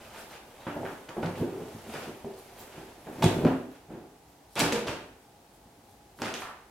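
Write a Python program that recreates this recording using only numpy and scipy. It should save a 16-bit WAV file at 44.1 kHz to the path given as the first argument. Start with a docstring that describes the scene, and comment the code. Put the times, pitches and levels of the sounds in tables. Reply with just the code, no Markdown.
"""Rug shaken out in a kitchen

A woven rug is unfolded, shaken out and laid on a hard floor. Each swing pushes air, makes the heavy
sheet flutter and sets creases and fibres crackling; between swings the cloth slides over itself.
The bound edge clicks, bare feet thud, the room rings briefly and an appliance hums."""
import sys
import numpy as np
from scipy import signal
from scipy.fft import rfft, irfft, next_fast_len
from scipy.io import wavfile

SR = 44100
rng = np.random.default_rng(int(sys.argv[2]) if len(sys.argv) > 2 else 0)


def put_to_file(sound):
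    """Save the sound as 16-bit audio at rate SR, in the file named by the first command-line argument."""
    columns = np.atleast_2d(sound).T  # one column per channel
    safe = np.clip(columns, -1, 1)
    whole_steps = np.round(safe * 32767)
    wavfile.write(sys.argv[1], SR, whole_steps.astype(np.int16))


N = 295863
TIME_S = np.arange(N) / SR

# Event levels are relative, ahead of mix and room gains.
# rug whips out or slaps the floor: t/s, rise/s, level/dB, sharpness/dB (crackle), weight/dB (air, flutter)
SLAPS = [(3.22, 0.0054, -33, 4, 4.5), (4.558, 0.0022, -38, 5.5, 4), (4.562, 0.038, -26, 0.5, 0.5),
         (4.722, 0.001, -33.5, 2.5, 4.5), (4.868, 0.0024, -34, -2, 1), (6.187, 0.0018, -43.5, -12, -15),
         (6.2175, 0.00093, -34, -3, 2), (6.24, 0.017, -35.5, -3.5, -0.5), (6.342, 0.0037, -47, 10.5, 5),
         (6.418, 0.0041, -52, 7, -7)]
# rug swings and bellies out: t/s, rise/s, level/dB
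BILLOWS = [(0.78, 0.031, -36), (1.243, 0.032, -36), (1.345, 0.058, -34), (1.44, 0.017, -37.5),
           (1.52, 0.02, -37), (1.56, 0.056, -39), (1.849, 0.02, -42.5), (2.058, 0.0079, -39),
           (2.74, 0.047, -39.5), (3.151, 0.04, -35.5), (3.29, 0.092, -29.5), (3.494, 0.0076, -33),
           (3.88, 0.04, -36.5), (4.60, 0.022, -31), (4.73, 0.013, -39), (4.80, 0.072, -36.5)]
# fold drops against the hanging rug: t/s, level/dB, crispness/dB (creases re body)
FLOPS = [(0.666, -35.5, -0.5), (0.76, -34, -35), (0.830, -36.5, -18), (0.848, -43.5, 6.5),
         (1.086, -42, 0.5), (1.166, -30.5, -16), (1.227, -29.5, -8.5), (1.936, -37, -3),
         (2.242, -37.5, -30), (3.066, -36.5, -11.5), (3.236, -28, -24), (3.447, -25, -8), (3.465, -39, -1)]
# rug scrapes over itself or the floor: t/s, rise/s, hold/s, level/dB
DRAGS = [(0.0, 0.0027, 0.11, -57.5), (0.096, 0.071, 0.043, -50.5), (0.282, 0.039, 0.032, -52.5),
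         (0.592, 0.03, 0.011, -56), (1.215, 0.016, 0.0046, -45), (1.344, 0.015, 0.019, -49.5),
         (1.88, 0.061, 0.025, -46.5), (1.99, 0.014, 0.027, -47), (2.687, 0.035, 0.096, -57),
         (3.697, 0.033, 0.029, -59.5)]
# friction of the pile in the hands: t/s, level/dB
FRICTION = [(0.0, -56.5), (0.2, -60), (0.36, -64), (0.46, -62.5), (0.62, -59.5), (0.9, -56), (1.06, -62),
            (1.17, -58), (1.41, -57), (1.51, -58.5), (1.84, -55), (1.95, -51), (2.07, -54), (2.13, -58.5),
            (2.39, -58), (2.51, -56), (2.61, -50.5), (2.66, -54.5), (3.02, -53.5), (3.2, -43)]
# taut sheet pushes air: t/s, level/dB, f/Hz
PUFFS = [(0.768, -21, 630), (0.833, -24, 700), (1.259, -34, 171), (1.418, -14.5, 174), (1.433, -15.5, 387),
         (2.096, -26.5, 346), (2.247, -28.5, 630), (3.227, -11.5, 910), (3.246, -10.5, 170),
         (3.257, -14.5, 330), (3.264, -10.5, 126), (3.265, -10, 353), (3.442, -16, 157), (3.4513, -10, 416),
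         (3.459, -5, 240), (4.725, -16.5, 410), (4.897, -30.5, 140), (6.222, -21.5, 800), (6.22, -25, 204)]
# stretched sheet drones: t/s, rise/s, t60/s, f/Hz, level/dB
DRONES = [(0.669, 0.022, 0.48, 294.6, -34), (1.172, 0.013, 0.17, 381, -26.5),
          (1.171, 0.018, 0.15, 229.4, -27.5), (1.24, 0.018, 0.16, 173, -20.5),
          (1.417, 0.0046, 0.27, 355, -22.5), (1.501, 0.13, 0.19, 431, -36.5),
          (1.87, 0.022, 0.16, 216, -32.5), (2.249, 0.029, 0.072, 400, -25.5),
          (3.223, 0.0043, 0.049, 890, -18.5), (3.244, 0.0054, 0.3, 383, -27.5),
          (3.456, 0.0051, 0.15, 360, -32), (3.47, 0.039, 0.28, 263.3, -25), (4.60, 0.02, 0.74, 286, -27),
          (4.724, 0.021, 0.39, 217.4, -24.5), (4.726, 0.0057, 0.36, 481, -24.5),
          (4.726, 0.017, 0.33, 425, -29)]
# bound edge cracks or clicks on the floor: t/s, level/dB, f_low/Hz, f_high/Hz, t60/s
EDGE_TICKS = [(0.332, -27, 900, 2200, 0.017), (1.091, -27.5, 1500, 5500, 0.019),
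              (1.233, -34, 2000, 4970, 0.012), (1.260, -21.5, 2000, 4540, 0.02),
              (1.356, -24, 1200, 3000, 0.015), (1.4165, -21, 400, 840, 0.018),
              (1.938, -28, 600, 5970, 0.025), (2.338, -35, 3500, 5000, 0.018),
              (3.227, -29, 5500, 13000, 0.054), (3.243, -10, 5500, 8850, 0.0046),
              (3.2435, -6, 700, 1290, 0.0072), (3.267, -14, 2400, 3650, 0.012),
              (3.3055, -17, 900, 2200, 0.006), (3.4505, -1, 700, 1570, 0.012),
              (3.466, -12.5, 700, 1500, 0.28), (3.468, -24, 2700, 4500, 0.0037),
              (3.47, -18, 2200, 2990, 0.088), (4.556, -21.5, 350, 8800, 0.0067),
              (4.594, -10, 3000, 11500, 0.01), (4.599, -18, 3000, 8500, 0.035),
              (4.603, -7, 700, 6900, 0.0072), (4.608, -5.5, 1000, 6500, 0.006),
              (4.6215, -18, 900, 6000, 0.005), (4.634, -15, 350, 3000, 0.006),
              (4.7238, -10, 500, 5700, 0.013), (4.729, -19, 3800, 8900, 0.031),
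              (4.7625, -19, 400, 1800, 0.0073), (4.874, -23, 1500, 6500, 0.008),
              (4.883, -10, 905, 2970, 0.0061), (6.189, -27, 700, 2500, 0.008),
              (6.2195, -12, 900, 5400, 0.0075), (6.2565, -31, 700, 4000, 0.005),
              (6.2835, -21, 700, 4000, 0.005), (6.3405, -17.5, 2400, 7500, 0.003),
              (6.421, -14, 805, 2200, 0.02)]
# pile brushes hands, legs or floor: t/s, rise/s, level/dB
BRUSHES = [(0.13, 0.085, -55), (0.25, 0.063, -57), (0.85, 0.011, -60), (1.355, 0.03, -58),
           (2.02, 0.012, -61), (2.36, 0.028, -55.5), (2.57, 0.033, -52), (3.222, 0.008, -45),
           (3.33, 0.015, -51), (3.70, 0.018, -62), (4.26, 0.03, -65), (4.47, 0.073, -60),
           (4.724, 0.005, -52), (5.17, 0.058, -68), (5.51, 0.034, -64), (5.80, 0.13, -65),
           (6.15, 0.062, -53.5), (6.385, 0.028, -50)]
# weave rasps: t/s, rise/s, t60/s, level/dB, f_start/Hz, f_end/Hz, glide/s
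ZIPS = [(0.59, 0.02, 0.12, -52.5, 3700, 3880, 0.038), (3.224, 0.014, 0.03, -27, 3000, 3960, 0.015),
        (3.227, 0.022, 0.081, -30.5, 3300, 3390, 0.011)]
# bare footfalls: t/s, level/dB
STEPS = [(1.735, -35), (5.643, -47.5), (5.773, -50)]
# floor modes: f/Hz, level/dB, t60/s
FLOOR_MODES = [(110, -3.5, 0.17), (168, -2, 0.14), (223, -2.5, 0.21), (282, -7, 0.22)]

# spectral shapes of the rug's sounds: f/Hz, level/dB
AIR_SPECTRUM = [(25, -35), (42, -17), (55, -12), (68, -17.5), (100, -5), (160, 1), (200, -3), (250, -4),
                (400, -4.5), (900, -54)]
SHEET_SPECTRUM = [(70, -56), (160, -28), (205, 13), (250, -3), (370, 1), (560, 3), (850, -6.5),
                  (1200, -16.5), (2500, -55), (6000, -81)]
CREASE_SPECTRUM = [(200, -42), (550, -2), (870, 4), (1100, 2.5), (1450, 5), (2100, -3), (3300, -10.5),
                   (4500, -27), (7000, -62), (15000, -47)]
FIBRE_SPECTRUM = [(800, -7), (2500, 16), (3800, 9.5), (6000, 2.5), (9000, -2.5), (12000, -7), (16000, -18)]
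RUB_SPECTRUM = [(400, 5.5), (750, 4.5), (1300, -0.5), (2000, -2), (3200, -5), (5000, -18), (10000, -26)]
PILE_SPECTRUM = [(1500, -41), (3500, 2), (6000, 3), (9000, 1), (12000, -1), (16000, -13)]
BACKING_SPECTRUM = [(400, -20), (1000, 0), (2000, 0), (3400, 5), (6000, -2), (10000, -32), (16000, -26)]
TUFT_SPECTRUM = [(2000, -6), (4000, 1.5), (7000, -2.5), (13000, -1.5), (16000, -8)]
SKIM_SPECTRUM = [(400, -12), (800, -2), (1150, 1.5), (1500, -1.5), (2000, -7), (4000, -45)]

# room decay: f/Hz, t60/s
ROOM_T60 = [(60, .5), (250, 0.6), (700, .5), (2500, 0.58), (6000, 0.42), (15000, 0.35)]
# diffuse tail: f/Hz, level/dB
TAIL_SPECTRUM = [(60, -18), (180, -7), (300, -0.5), (1000, 0), (4000, -0.5), (15000, 3.5)]
# stereo width, side re mid: f/Hz, level/dB
ROOM_WIDTH = [(60, -27), (170, -15), (350, -13.5), (700, -8), (1400, -3), (2800, -2), (6000, 3),
              (15000, -3)]
# standing waves: f/Hz, bandwidth/Hz, level/dB
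ROOM_MODES = [(54.8, 2.7, 5), (100.8, 5.9, 3), (159.5, 8, -9), (248, 82, -6), (356.6, 5.9, -9),
              (383.5, 19, -5.5), (457, 11, 0), (512, 11, -5), (588, 6.8, -1), (657, 16, -2),
              (727, 8.7, 0.5), (800, 30, -8), (866, 13, 0.5), (940, 83, -5)]
# room air, spectral shape: f/Hz, level/dB
HUSH_SPECTRUM = [(12, -49), (20, -56), (44, 1.5), (101, 0), (198, -3), (328, -2.5), (357, -1), (574, -6),
                 (825, -1.5), (1030, -10.5), (1190, -12.5), (1710, -16), (2260, -18), (11400, -24),
                 (16000, -28)]
# appliance partials: f/Hz, level/dB
HUM_PARTIALS = [(285, -72), (441, -87), (700, -74.5), (802, -109), (829, -71.5)]

# layer gains: air, sheet, creases, fibres
SLAP_MIX_DB, SETTLE_MIX_DB = (-8.5, -2.5, -0.7, -2), (-15, -10, -10.5, -17)
BILLOW_MIX_DB, FLOP_MIX_DB = (1, -8.5, -18, -28), (-3, 0, 0, -18)
SHUDDER_MIX_DB, DRAG_MIX_DB = (-17, -22.5, -40, -61), (-13, -1.5, 0, -1.5)

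SLAP_T60_S, FLOP_RISE_S = 0.27, 0.0029


def from_db(db):
    """Decibels to gain."""
    return 10 ** (np.asarray(db) / 20)


def at_hz(table, hz):
    """Table lookup over log frequency."""
    known_hz, values = np.transpose(table)
    return np.interp(np.log(np.maximum(hz, 1)), np.log(known_hz), values)


def bandpass(x, low_hz, high_hz):
    """Butterworth band-pass."""
    return signal.sosfilt(signal.butter(2, [low_hz, high_hz], "band", fs=SR, output="sos"), x + 1e-18)


def coloured(x, spectrum):
    """Spectral shaping; rms 1."""
    size = next_fast_len(N)
    gain = from_db(at_hz(spectrum, np.fft.rfftfreq(size, 1 / SR)))
    shaped = irfft(rfft(x, size) * gain, size)[:N]
    return shaped / np.sqrt(np.mean(shaped ** 2) + 1e-20)


def drift(per_s):
    """Random wavering; spread about 1."""
    return np.interp(TIME_S * per_s, np.arange(N), rng.standard_normal(N))


def grains(spectrum, per_s, spread_db):
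    """Tiny stick-slip releases of uneven size; rms 1."""
    released = rng.random(N) < per_s / SR
    sizes = from_db(spread_db * np.minimum(rng.exponential(1, N), 4)) * rng.choice([-1, 1], N)
    return coloured(released * sizes, spectrum)


def stroke(start_s, rise_s, t60_s, hold_s=0):
    """Envelope of one movement: linear rise, hold, exponential decay."""
    out, live = np.zeros(N), slice(int(start_s * SR), int((start_s + 1) * SR))
    age_s = TIME_S[live] - start_s
    decay_db = -60 * np.maximum(age_s - rise_s - hold_s, 0) / max(t60_s, .002)
    out[live] = np.clip(age_s / max(rise_s, .001), 0, 1) * from_db(decay_db)
    return out


def power(start_s, rise_s, t60_s, level_db, hold_s=0):
    """Power envelope of one movement."""
    return (from_db(level_db) * stroke(start_s, rise_s, t60_s, hold_s)) ** 2


def layer_powers(mix_db, *powers):
    """Power in air, sheet, creases, fibres, from one shared curve or one each."""
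    return from_db(mix_db)[:, None] ** 2 * np.array(powers)


def swings(air, sheet, creases, fibres):
    """Pushed air and flutter are nearly smooth; creases and fibres crackle."""
    return (air * grains(AIR_SPECTRUM, per_s=2300, spread_db=0)
            + sheet * grains(SHEET_SPECTRUM, per_s=1000, spread_db=3)
            + creases * grains(CREASE_SPECTRUM, per_s=900, spread_db=5)
            + fibres * grains(FIBRE_SPECTRUM, per_s=1400, spread_db=3.5))


def slap_crease_power(sharp_share=0.24):
    """Creases take on part of each slap's sharpness."""
    return sum(power(t, rise, SLAP_T60_S, db + sharp_share * sharp) for t, rise, db, sharp, _ in SLAPS)


def slap_power():
    """The rug whips out or hits the floor: a bright burst."""
    body = sum(power(t, rise, SLAP_T60_S, db + weight) for t, rise, db, _, weight in SLAPS)
    fibres = sum(power(t, rise, SLAP_T60_S, db + sharp) for t, rise, db, sharp, _ in SLAPS)
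    return layer_powers(SLAP_MIX_DB, body, body, slap_crease_power(), fibres)


def settle_power(rise_s=0.06, t60_s=0.37):
    """The rest of the cloth follows each slap: a softer, longer rush."""
    body = sum(power(t + rise, rise_s, t60_s, db + weight) for t, rise, db, _, weight in SLAPS)
    rustle = sum(power(t + rise, rise_s, t60_s, db) for t, rise, db, _, _ in SLAPS)
    return layer_powers(SETTLE_MIX_DB, body, body, rustle, rustle)


def billow_power(t60_s=0.44, ref_db=-32.5, air_slope=1.7):
    """Soft swell of flutter and air; air takes over in wider swings."""
    body = sum(power(t, rise, t60_s, db) for t, rise, db in BILLOWS)
    air = sum(power(t, rise, t60_s, ref_db + air_slope * (db - ref_db)) for t, rise, db in BILLOWS)
    return layer_powers(BILLOW_MIX_DB, air, body, body, body)


def flop_power(t60_s=0.24):
    """A falling fold lands at once; crisper folds crackle more."""
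    body = sum(power(t, FLOP_RISE_S, t60_s, db) for t, db, _ in FLOPS)
    crackle = sum(power(t, FLOP_RISE_S, t60_s, db + crisp) for t, db, crisp in FLOPS)
    return layer_powers(FLOP_MIX_DB, body, body, crackle, crackle)


def shudder_power(rise_s=0.048, t60_s=0.063, below_hz=390):
    """Flutter peaks as the whole sheet goes taut; higher puffs come from a corner and raise none."""
    flutter = sum(power(t - rise_s, rise_s, t60_s, db) for t, db, hz in PUFFS if hz < below_hz)
    return layer_powers(SHUDDER_MIX_DB, flutter)


def drag_power(t60_s=0.2):
    """A scrape swells and holds while the cloth moves."""
    return layer_powers(DRAG_MIX_DB, sum(power(t, rise, t60_s, db, hold) for t, rise, hold, db in DRAGS))


def friction(ref_db=-58.5, fade_s=(2.02, 3.76)):
    """Sliding level re ref_db, and its fade as the rug is lifted clear."""
    return np.interp(TIME_S, *np.transpose(FRICTION)) - ref_db, np.interp(TIME_S, fade_s, [1, 0])


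def sliding(sheet_db=-58, rub_db=-53.5, pile_db=-66, body_slope=0.94):
    """The rug slips through the hands and over itself; pile hiss tracks friction fully, body in part."""
    friction_db, fade = friction()
    body = (from_db(sheet_db) * grains(SHEET_SPECTRUM, per_s=1100, spread_db=0.5)
            + from_db(rub_db) * grains(RUB_SPECTRUM, per_s=1500, spread_db=2.5))
    pile = from_db(pile_db) * grains(PILE_SPECTRUM, per_s=1400, spread_db=4.5)
    return fade * (from_db(body_slope * friction_db) * body + from_db(friction_db) * pile)


def puffs():
    """One pressure swing per tug, about two cycles long."""
    out = np.zeros(N)
    for start_s, level_db, hz in PUFFS:
        cycles = np.clip(hz * (TIME_S - start_s), -4, 4)
        out += from_db(level_db) * np.sin(2 * np.pi * cycles) * np.exp(-2 * cycles ** 2)
    return out


def drones(waver=0.032, sag_per_s=0.129):
    """Slack-drum notes; pitch wavers with tension and sinks as the sheet slackens."""
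    out, tension = np.zeros(N), 1 + waver * drift(160)
    for start_s, rise_s, t60_s, hz, level_db in DRONES:
        live = slice(int(start_s * SR), int((start_s + 1) * SR))
        pitch_hz = hz * tension[live] * (1 - sag_per_s * (TIME_S[live] - start_s))
        tone = np.sin(2 * np.pi * np.cumsum(pitch_hz) / SR)
        out[live] += from_db(level_db) * stroke(start_s, rise_s, t60_s)[live] * tone
    return out


def ticks(click_db=9, scuff_db=-3, touch_db=10, touch_band_hz=(350, 2720), touch_t60_s=0.005):
    """Click plus scuff, no bass: edge contacts and the first touch of each falling fold."""
    out, noise = np.zeros(N), rng.standard_normal(N)
    touches = [(t + FLOP_RISE_S, db + crisp + touch_db, *touch_band_hz, touch_t60_s)
               for t, db, crisp in FLOPS]
    for start_s, level_db, low_hz, high_hz, t60_s in list(EDGE_TICKS) + touches:
        force = from_db(scuff_db) * noise * stroke(start_s - .001, .001, t60_s)
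        force[int(start_s * SR)] += from_db(click_db)
        out += from_db(level_db) * bandpass(force, low_hz, high_hz)
    return out


def snaps(gain_db=-6):
    """Single ridges of the stiff backing snap with each slap."""
    force = np.sqrt(slap_crease_power())
    return from_db(gain_db) * force * grains(BACKING_SPECTRUM, per_s=270, spread_db=0.5)


def scratches(pile_db=-65, brush_t60_s=0.091, snags_per_s=260, patchy_db=-2.5, patches=7):
    """Tufts catch and let go in patches; each patch has its own band and comes and goes by itself."""
    friction_db, fade = friction()
    brushing = np.sqrt(sum(power(t, rise, brush_t60_s, db) for t, rise, db in BRUSHES))
    force = fade * from_db(friction_db + pile_db) + brushing
    edges_hz, tufts = np.geomspace(3000, 16000, patches + 1), 0
    for low_hz, high_hz in zip(edges_hz, edges_hz[1:]):
        snags = rng.random(N) < snags_per_s / SR
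        size_db = -1.5 * np.minimum(rng.exponential(1, N), 3)
        patch_db = patchy_db * np.clip(drift(per_s=40), -2, 1)
        tufts += bandpass(snags * from_db(size_db + patch_db), low_hz, high_hz)
    return force * coloured(tufts, TUFT_SPECTRUM)


def weave_zip(waver=0.038):
    """Pulled fast, the weave rasps over itself; pitch climbs with speed."""
    out, roughness = np.zeros(N), 1 + waver * drift(1500)
    for start_s, rise_s, t60_s, level_db, first_hz, last_hz, glide_s in ZIPS:
        hz = np.interp(TIME_S, [start_s, start_s + glide_s], [first_hz, last_hz]) * roughness
        out += from_db(level_db) * stroke(start_s, rise_s, t60_s) * np.sin(2 * np.pi * np.cumsum(hz) / SR)
    return out


def skim(level_db=-37):
    """The released edge brushes the floor as the rug settles."""
    envelope = stroke(start_s=6.418, rise_s=0.0074, t60_s=0.32, hold_s=0.016)
    return from_db(level_db) * envelope * grains(SKIM_SPECTRUM, per_s=5100, spread_db=7)


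def steps(rise_s=0.0075):
    """A soft heel sets the floor thudding."""
    return sum(from_db(db + mode_db) * stroke(t, rise_s, t60_s) * np.sin(2 * np.pi * hz * (TIME_S - t))
               for t, db in STEPS for hz, mode_db, t60_s in FLOOR_MODES)


def kitchen(x, direct_db, echo_db, onset_s=0.0017):
    """Direct sound plus a dense stereo tail, new per call, shorter and wider in the treble."""
    age_s, tail = TIME_S[:next_fast_len(SR * 3 // 4)], 0
    edges_hz = np.geomspace(30, 18000, 19)
    hz = np.fft.rfftfreq(len(age_s), 1 / SR)
    white = rfft(rng.standard_normal((2, len(age_s))))
    for low_hz, high_hz in zip(edges_hz, edges_hz[1:]):
        centre_hz = np.sqrt(low_hz * high_hz)
        band = irfft(white * ((hz >= low_hz) & (hz < high_hz)), len(age_s))
        band *= from_db(-60 * age_s / at_hz(ROOM_T60, centre_hz)) * np.minimum(age_s / onset_s, 1)
        mid, side = band * np.sqrt(2 * (high_hz - low_hz) / SR / np.sum(band ** 2, axis=1, keepdims=True))
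        stereo = mid + from_db(at_hz(ROOM_WIDTH, centre_hz)) * side * [[1], [-1]]
        tail += from_db(at_hz(TAIL_SPECTRUM, centre_hz)) * stereo
    return from_db(direct_db) * x + from_db(echo_db) * signal.fftconvolve(x[None], tail, axes=1)[:, :N]


def standing_waves(x, null_hz=200, null_width_hz=32, null_depth=0.98):
    """The walls lift and prolong low notes and cancel one between them."""
    x = x - null_depth * signal.lfilter(*signal.iirpeak(null_hz, null_hz / null_width_hz, fs=SR), x)
    return x + sum(from_db(db) * signal.lfilter(*signal.iirpeak(hz, hz / width_hz, fs=SR), x)
                   for hz, width_hz, db in ROOM_MODES)


def background(hush_db=-58, side_db=-7):
    """Soft room air and an unsteady appliance hum."""
    mid = coloured(rng.standard_normal(N), HUSH_SPECTRUM)
    side = coloured(rng.standard_normal(N), [(hz, db + at_hz(ROOM_WIDTH, hz)) for hz, db in HUSH_SPECTRUM])
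    hum = sum(from_db(db) * np.sqrt(2) * np.sin(2 * np.pi * hz * TIME_S + drift(4.8))
              for hz, db in HUM_PARTIALS)
    return from_db(hush_db) * (mid + from_db(side_db) * side * [[1], [-1]]) + hum


def scene(patches=4, folds_db=1.5):
    """Several patches of the wide rug sound at once, each with its own echoes, slightly to the right."""
    layer_gains = np.sqrt(slap_power() + settle_power() + billow_power()
                          + flop_power() + shudder_power() + drag_power())
    folds = from_db(folds_db * drift(130))   # passing folds bunch the grains of all patches
    cloth = sum(kitchen(folds * (swings(*layer_gains) + sliding()), direct_db=-4, echo_db=-3.5)
                for _ in range(patches)) / np.sqrt(patches)
    edge = kitchen(ticks() + snaps(), direct_db=-5.5, echo_db=-9.5)
    weave = kitchen(scratches() + weave_zip() + skim(), direct_db=-5, echo_db=-5)
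    thuds = kitchen(puffs() + drones() + steps(), direct_db=-5, echo_db=-10)
    return standing_waves(cloth + edge + weave + thuds) * from_db([[-.3], [.3]]) + background()


def record(dry, cutoff_hz=15900):
    """Steep low-pass."""
    return signal.sosfilt(signal.ellip(10, .1, 80, cutoff_hz, fs=SR, output="sos"), dry)


dry = scene()
out = record(dry)
put_to_file(out)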